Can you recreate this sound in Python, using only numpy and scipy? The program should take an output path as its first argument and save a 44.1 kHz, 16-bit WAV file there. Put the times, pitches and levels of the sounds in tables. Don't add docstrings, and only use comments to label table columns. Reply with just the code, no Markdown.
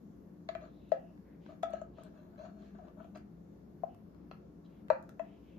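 import sys
import numpy as np
from scipy import signal
from scipy.io import wavfile

SR = 44100
rng = np.random.default_rng(int(sys.argv[2]) if len(sys.argv) > 2 else 0)


def dump_mix(stems):
    frames = np.atleast_2d(stems).T
    limited = np.clip(frames, -1, 1)
    pcm = np.round(limited * 32767).astype(np.int16)
    wavfile.write(sys.argv[1], SR, pcm)


N = 246298
TIME = np.arange(N) / SR
BLOW = TIME[:SR // 5]

# start_s, strength_db, wall_pitch_hz, choked_t60_s, overtone_hz, overtone_db,
# upper_modes_db, clack_hz, clack_db, lasting_ring_db, spoon_pitch_hz, spoon_ping_db, edge_hiss_db
WALL_KNOCKS = [(0.490, -32, 652, 0.027, 1100, -41, -40.5, 2500, -37.5, -58, 4130, -40, -54),
               (0.552, -34.5, 653, 0.03, 1080, -48, -40, 2200, -41.5, -53.5, 4070, -54, -64),
               (0.920, -18, 620, .021, 1080, -47.5, -56, 1590, -41, -40, 4140, -44.5, -57.5),
               (1.633, -26.5, 687, 0.027, 1010, -40, -41.5, 2150, -41.5, -28.5, 3440, -39.5, -51.5),
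               (1.698, -44, 630, 0.028, 1000, -67, -58, 2400, -70, -51, 4030, -64, -75),
               (1.736, -30.5, 627, .026, 1000, -68, -46, 2520, -55, -38.5, 2860, -52, -52.5),
               (1.816, -37, 616, 0.027, 1000, -68, -50, 2430, -60.5, -52, 2950, -64, -60.5),
               (1.985, -47, 600, 0.011, 980, -69, -49, 1700, -64, -55, 3850, -69, -75),
               (2.392, -47, 585, 0.065, 1010, -63, -59, 1720, -61, -67, 4440, -71, -75),
               (2.456, -47, 700, 0.038, 1030, -65, -60, 1710, -70, -61, 4440, -70, -73),
               (2.787, -49, 723, 0.049, 1000, -57, -66, 2200, -73, -67, 4050, -75, -75),
               (3.046, -48, 665, 0.027, 980, -66, -64, 2570, -65, -73, 3260, -66, -75),
               (3.157, -49, 690, 0.041, 1010, -68, -52, 1700, -59, -60, 4950, -61, -65),
               (3.836, -26, 672, 0.018, 1057, -41.5, -61, 1900, -66, -53, 3950, -85.5, -72),
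               (4.314, -41, 630, 0.0057, 1130, -47.5, -45, 1590, -49, -72, 4260, -51.5, -80),
               (4.903, -16.5, 602, 0.025, 968, -20.5, -24.5, 1940, -35.5, -36.5, 4170, -43, -52),
               (5.196, -32.5, 636, 0.043, 1077, -39.5, -46, 1870, -46, -47, 4000, -70, -65)]
# start_s, body_db, wet_snap_db
LIGHT_TICKS = [(0.892, -67, -64), (1.176, -57, -80), (1.462, -47, -85), (1.628, -40, -49),
               (1.706, -67, -59), (2.035, -62, -52.5), (2.359, -57, -81), (2.749, -56, -78),
               (2.883, -51.5, -74), (3.173, -50, -56), (3.835, -70, -71), (3.946, -57, -63.5),
               (4.146, -59.5, -75), (4.883, -47.5, -64), (5.026, -73, -59.5), (5.092, -45, -53.5)]
# start_s, length_s, wall_ring_db, rasp_db (both before the overall levels below)
SCRAPE_STROKES = [(0.492, 0.041, -56.5, -66), (0.599, .11, -52.5, -68.5), (1.482, 0.092, -52, -73),
                  (1.7, 0.13, -55.5, -65), (1.964, 0.14, -57.5, -71), (2.134, 0.13, -61.5, -74.5),
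                  (2.37, 0.15, -51, -67.5), (2.584, 0.17, -69, -74.5), (2.743, 0.19, -58, -77),
                  (2.963, 0.12, -53, -78.5), (3.144, 0.059, -49.5, -61)]
# middle_s, length_s (held to 0.02-0.5), resonance_hz,
# width_hz, level_db (before RUB_DB)
SOFT_RUBS = [(0.525, 0.053, 2500, 2800, -74), (0.645, 0.04, 3900, 1200, -77), (0.803, 0.47, 3740, 714, -75),
             (1.024, 0.61, 2750, 410, -75), (1.309, 0.18, 1780, 780, -70), (1.475, 0.17, 2870, 1940, -68),
             (2.014, 0.2, 3170, 1400, -69), (2.427, 0.12, 4430, 500, -71.5), (2.43, 0.12, 6100, 1200, -76),
             (2.647, 0.17, 3040, 2770, -71), (3.03, 0.087, 2970, 910, -70), (3.165, 0.045, 4720, 397, -67),
             (3.92, 0.099, 2792, 550, -73.5), (4.655, 0.035, 3630, 1195, -68.5),
             (4.749, 0.19, 2710, 1720, -74), (5.312, 0.26, 2640, 1070, -70.5),
             (5.542, 0.36, 2700, 1070, -70)]
# multiple of the overtone pitch, level_db, t60_s
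OVERTONE_MODES = [(.905, 8, 0.012), (1, -5.5, 0.041)]
# pitch_hz, level_db, t60_s
UPPER_WALL_MODES = [(1279, 6.5, 0.068), (1294, 4.5, 0.066), (1409, -0.5, 0.046), (1627, -12, .05)]
# pitch_hz, level_db, t60_s
FREE_WALL_MODES = [(672, 9, .11), (706.8, 4.5, 0.12), (1260, -8.5, 0.12), (1305, -2.5, .12)]
# pitch_hz, level_db, t60_s
RIM_MODES = [(1696, 6, 0.031), (1951, 1.5, 0.044), (2085, -7.5, 0.017), (2402, -1, 0.044), (2590, -9, .04),
             (2727, -4.5, 0.03), (3272, -7, 0.039)]
# multiple of its pitch, level_db, t60_s
SPOON_MODES = [(.41, -3, .015), (.64, -0.5, 0.015), (1.002, -2, 0.023), (1.4, -16.5, .02)]
# pitch_hz, level_db, t60_s
RASP_MODES = [(1623, 8.5, 0.016), (2296, 5, 0.0076), (2780, 0.5, 0.012), (3330, -4.5, 0.011),
              (3680, -7.5, 0.015), (4220, -7, 0.025), (5140, -17, .013), (6350, -14.5, 0.028),
              (6840, -16.5, 0.038)]
# pitch_hz, level_db (rms)
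HUM_LINES = [(59.2, -68), (172.3, -62.5), (204.6, -62), (296.1, -66), (355.3, -70)]
# frequency_hz, density_db (per Hz)
AIR_SPECTRUM = [(25, -22.5), (55, -11.5), (80, -5), (130, -6), (200, 2), (270, -4), (420, -9), (800, -21.5),
                (1500, -31), (3000, -44.5), (6300, -44.5), (8000, -66), (10000, -55), (12600, -45.5),
                (16000, -68)]
# frequency_hz, likeness (held to 0-1)
AIR_LIKENESS = [(60, 0.59), (150, 1), (380, 0.59), (950, -1.3), (2380, -0.08), (5980, -0.31),
                (15000, -0.11)]
# frequency_hz, balance_db (positive to the left)
AIR_BALANCE = [(60, -4), (240, 5.5), (950, 2.5), (3770, 0.5), (15000, 0.0)]
# delay_s, left_gain, right_gain
FIRST_ECHOES = [(.0062, 0.12, 0.044), (.0165, 0.11, 0.19), (.0295, .12, .07), (.0405, 0.057, 0.012)]
# frequency_hz, level_db
TAIL_SPECTRUM = [(300, -17.5), (650, -3.5), (1300, 0.5), (2200, 2), (4000, -2), (7000, 1.5), (14000, -10.5)]
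# frequency_hz, t60_s
TAIL_DECAY = [(300, 0.24), (1300, 0.36), (2500, 0.29), (4500, 0.21), (14000, 0.077)]
# frequency_hz, q, gain_db
ROOM_DIPS = [(596, 9, -9), (1050, 3.7, -9)]

WALL_HZ = 641
BELLY_HZ, BELLY_T60_S = 535, 0.06
FIRM_DB = -22.5
BELLY_DB, BELLY_GROWTH = -46.5, 2.57
NOTE_PAN_DB, PAN_GROWTH = 19, 0.22
FREE_WALL_HZ, LET_GO_S = 700, 0.043
CLACK_SPREAD = 1.437
CRUNCH_T60_S, CLACK_RING_SHARE = 0.012, 0.9
BITE_SHARE = 0.43
TICK_MIDDLE_DB = -11
STROKE_ATTACK_S, STROKE_RISE_DB, STROKE_RELEASE_S = 0.012, 2, 0.063
# start_s, length_s, wall_ring_db, rasp_db, as in the strokes
DRAG = (2.1, 2.7 - 2.1, -64.5, -81)
SLIPS_PER_S, SLIP_SPREAD_DB = 900, 3
JUDDER_DB, JUDDER_PER_S = 0.45, 82
GRIP_SHIFT = 0.055
WALL_SCRAPE_DB, RASP_DB, RUB_DB = -4, -2.5, -10
AIR_DB = -56
CUTOFF_HZ = 15100


def from_db(db):
    return 10 ** (np.asarray(db) / 20)


def rms_one(x):
    return x / np.sqrt(np.mean(x ** 2) + 1e-20)


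def peak_one(x):
    return x / (np.abs(x).max() + 1e-20)


def at_hz(points, hz):
    points = np.array(points)
    return np.interp(np.log(hz), np.log(points[:, 0]), points[:, 1])


def band(x, low_hz, high_hz):
    edges = [low_hz, min(high_hz, SR / 2 - 1000)]
    return signal.sosfilt(signal.butter(2, edges, "band", fs=SR, output="sos"), x)


def bell(x, hz, q, db):
    peak = signal.lfilter(*signal.iirpeak(hz, max(q, 1), fs=SR), x)
    return x + (from_db(db) - 1) * peak


def thirds():
    edges = 22 * 2 ** (np.arange(30) / 3)
    return zip(edges, edges[1:], np.sqrt(edges[1:] * edges[:-1]))


def drift(rate):
    knots = rng.standard_normal(1024)
    return rms_one(np.interp(TIME * rate, np.arange(1024), knots))


def fade(t, t60):
    return np.exp(-np.log(1000) * t / max(t60, 1e-3))


def panned(x, db):
    gains = from_db([[db / 2], [-db / 2]])
    return x * gains / gains.mean()


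def add(out, s, sound):
    i = max(round(s * SR), 0)
    out[..., i:i + sound.shape[-1]] += sound[..., :out.shape[-1] - i]


def swell(hz, t60, rise_hz_per_s=0):
    tone = np.sin(2 * np.pi * (hz + rise_hz_per_s * BLOW / 2) * BLOW)
    return peak_one(band(BLOW * fade(BLOW, t60) * tone, 440, 3600))


def struck(modes, damping):
    out = 0
    for k, (hz, db, t60) in enumerate(modes):
        strength_db, lobe, detune = rng.uniform(-1.68, 1, 3)
        side_phase = np.array([[0], [1.81 * lobe]])
        phase = 2 * np.pi * hz * (1 + 0.0076 * detune) * BLOW + side_phase
        gain = (-1) ** k * from_db(db + strength_db)
        out = out + gain * fade(BLOW * damping, t60) * np.sin(phase)
    onset = 1 - np.exp(-(BLOW / 0.0013) ** 2)
    return peak_one(out * onset)


def crack(low_hz, high_hz, t60):
    envelope = fade(BLOW, t60) * (1 - np.exp(-BLOW / 0.00057))
    mid, side = rng.standard_normal((2, len(BLOW))) * envelope
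    burst = mid + 1.4 * side * [[1], [-1]]
    return peak_one(band(band(burst, low_hz, high_hz), low_hz, high_hz))


def slip_train(count, per_s, spread_db):
    chance, sign, size = rng.random((3, 2 * SR))[:, :count]
    size_db = spread_db * np.minimum(-np.log(1 - size), 3)
    judder_db = JUDDER_DB * drift(JUDDER_PER_S)[:count]
    return (chance < per_s / SR) * np.sign(sign - 0.5) * from_db(size_db + judder_db)


def pressure(length):
    t = TIME[:int(length * SR)]
    attack = np.minimum(t / STROKE_ATTACK_S, 1)
    release = np.minimum((length - t) / STROKE_RELEASE_S, 1)
    return attack * from_db(STROKE_RISE_DB * t / length) * release


def air_noise(flicker_db):
    air = 0
    white = rng.standard_normal((2, 2, N))
    for k, (low, high, hz) in enumerate(thirds()):
        mid, side = band(white[k % 2], low, high)
        alike = np.clip(at_hz(AIR_LIKENESS, hz), 0, 1)
        pair = np.sqrt(1 + alike) * mid + np.sqrt(1 - alike) * side * [[1], [-1]]
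        gain = from_db(at_hz(AIR_SPECTRUM, hz) + flicker_db * drift(9))
        air = air + panned(pair, at_hz(AIR_BALANCE, hz)) * gain
    return from_db(AIR_DB) * rms_one(air)


def motor_hum(waver):
    hum = 0
    for hz, db in HUM_LINES:
        phase = 2 * np.pi * hz * TIME
        line = (1 + waver * drift(12)) * np.sin(phase) + waver * drift(12) * np.cos(phase)
        hum = hum + from_db(db) * rms_one(line)
    return panned(hum, 2.2)


def kitchen(x):
    t = TIME[:SR * 2 // 3]
    response = np.zeros((2, len(t)))
    white = rng.standard_normal((2, 2, len(t)))
    for k, (low, high, hz) in enumerate(thirds()):
        decay = fade(t, at_hz(TAIL_DECAY, hz)) * (1 - np.exp(-t / 0.00047))
        decay = decay / np.linalg.norm(decay)
        response += from_db(at_hz(TAIL_SPECTRUM, hz)) * band(white[k % 2], low, high) * decay
    for s, left, right in FIRST_ECHOES:
        add(response, s, np.array([[left], [right]]))
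    for hz, q, db in ROOM_DIPS:
        response = bell(response, hz, q, db)
    return signal.fftconvolve(x.mean(axis=0)[None], response, axes=1)[:, :N]


def rubs(grains_per_s, grain_db):
    out = np.zeros((2, N))
    for s, length, hz, width_hz, db in SOFT_RUBS:
        stroke = signal.windows.tukey(int(np.clip(length, 0.02, 0.5) * SR), 0.7)
        friction = slip_train(len(stroke), grains_per_s, grain_db)
        friction = band(friction, max(hz - width_hz / 2, 300), hz + width_hz / 2)
        add(out, s - length / 2, from_db(db + RUB_DB) * stroke * rms_one(friction))
    return out


def ticks():
    out = np.zeros((2, N))
    for s, body_db, snap_db in LIGHT_TICKS:
        middle = from_db(TICK_MIDDLE_DB) * crack(1300, 4600, t60=0.008)
        body = crack(390, 1640, t60=0.012) + middle
        snap = crack(2600, 18000, t60=0.011)
        add(out, s, from_db(body_db) * body + from_db(snap_db) * snap)
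    return panned(out, 1.6)


def scraped_wall(grip):
    modes = [(hz * grip, db, t60) for hz, db, t60 in UPPER_WALL_MODES]
    upper = 1.14 * struck(modes, damping=5.6)
    return swell(WALL_HZ * grip, t60=0.036) + upper + 0.5 * crack(820, 1270, t60=0.0088)


def scratched_edge(grip):
    modes = [(hz * grip, db, t60) for hz, db, t60 in RASP_MODES]
    return struck(modes, damping=1.2) + 0.1 * crack(1000, 4300, t60=0.0016)


def scraping(count=6):
    out = np.zeros((2, N))
    for start, length, ring_db, rasp_db in SCRAPE_STROKES + [DRAG]:
        press = pressure(length)
        slips = slip_train(len(press), SLIPS_PER_S, SLIP_SPREAD_DB)
        place = np.arange(len(press)) * count // len(press)
        ring = rasp = 0
        for k in range(count):
            grip = 1 + GRIP_SHIFT * rng.uniform(-0.88, 1)
            local_slips = (slips * (place == k))[None]
            wall, edge = scraped_wall(grip), scratched_edge(grip)
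            ring = ring + signal.fftconvolve(local_slips, wall, axes=1)[:, :len(press)]
            rasp = rasp + signal.fftconvolve(local_slips, edge, axes=1)[:, :len(press)]
        ring = panned(from_db(ring_db + WALL_SCRAPE_DB) * rms_one(ring), 13.0)
        rasp = panned(from_db(rasp_db + RASP_DB) * rms_one(rasp), 1.3)
        add(out, start, press * (ring + rasp))
    return out


def knocks(lead_s):
    out = np.zeros((2, N))
    for (s, db, hz, t60, overtone_hz, overtone_db, upper_db, clack_hz, clack_db,
         ring_db, spoon_hz, spoon_db, edge_db) in WALL_KNOCKS:
        force_db = db - FIRM_DB
        note = from_db(db) * swell(hz, t60, (FREE_WALL_HZ - hz) / LET_GO_S)
        belly = from_db(BELLY_DB + BELLY_GROWTH * force_db) * swell(BELLY_HZ, BELLY_T60_S)
        overtone_modes = [(overtone_hz * ratio, level, life) for ratio, level, life in OVERTONE_MODES]
        overtones = from_db(overtone_db) * struck(overtone_modes, damping=1)
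        upper = struck(UPPER_WALL_MODES, damping=3.6) + 0.39 * crack(1200, 1550, t60=0.015)
        ring = from_db(ring_db) * struck(FREE_WALL_MODES, damping=0.66)
        wall = overtones + from_db(upper_db) * upper + ring

        crunch = crack(clack_hz / CLACK_SPREAD, clack_hz * CLACK_SPREAD, t60=CRUNCH_T60_S)
        clack = from_db(clack_db) * (CLACK_RING_SHARE * struck(RIM_MODES, damping=1.3) + crunch)
        spoon_modes = [(spoon_hz * ratio, level, life) for ratio, level, life in SPOON_MODES]
        bite = BITE_SHARE * crack(0.785 * spoon_hz, 1.206 * spoon_hz, t60=0.023)
        ping = from_db(spoon_db) * (struck(spoon_modes, damping=3.3) + bite)
        edge = from_db(edge_db) * crack(5640, 7580, t60=0.022)

        note_pan_db = NOTE_PAN_DB + PAN_GROWTH * force_db
        add(out, s - lead_s / 2, panned(note + belly, note_pan_db) + panned(wall, 3.0))
        add(out, s - lead_s, panned(clack + ping + edge, 0.35))
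    return out


def scene():
    pot = knocks(lead_s=0.002) + ticks() + scraping() + rubs(grains_per_s=2400, grain_db=1.5)
    return pot + kitchen(pot) + air_noise(flicker_db=1.42) + motor_hum(waver=1.3)


def record(dry):
    return signal.sosfilt(signal.ellip(10, 0.1, 70, CUTOFF_HZ, fs=SR, output="sos"), dry)


dry = scene()
out = record(dry)
dump_mix(out)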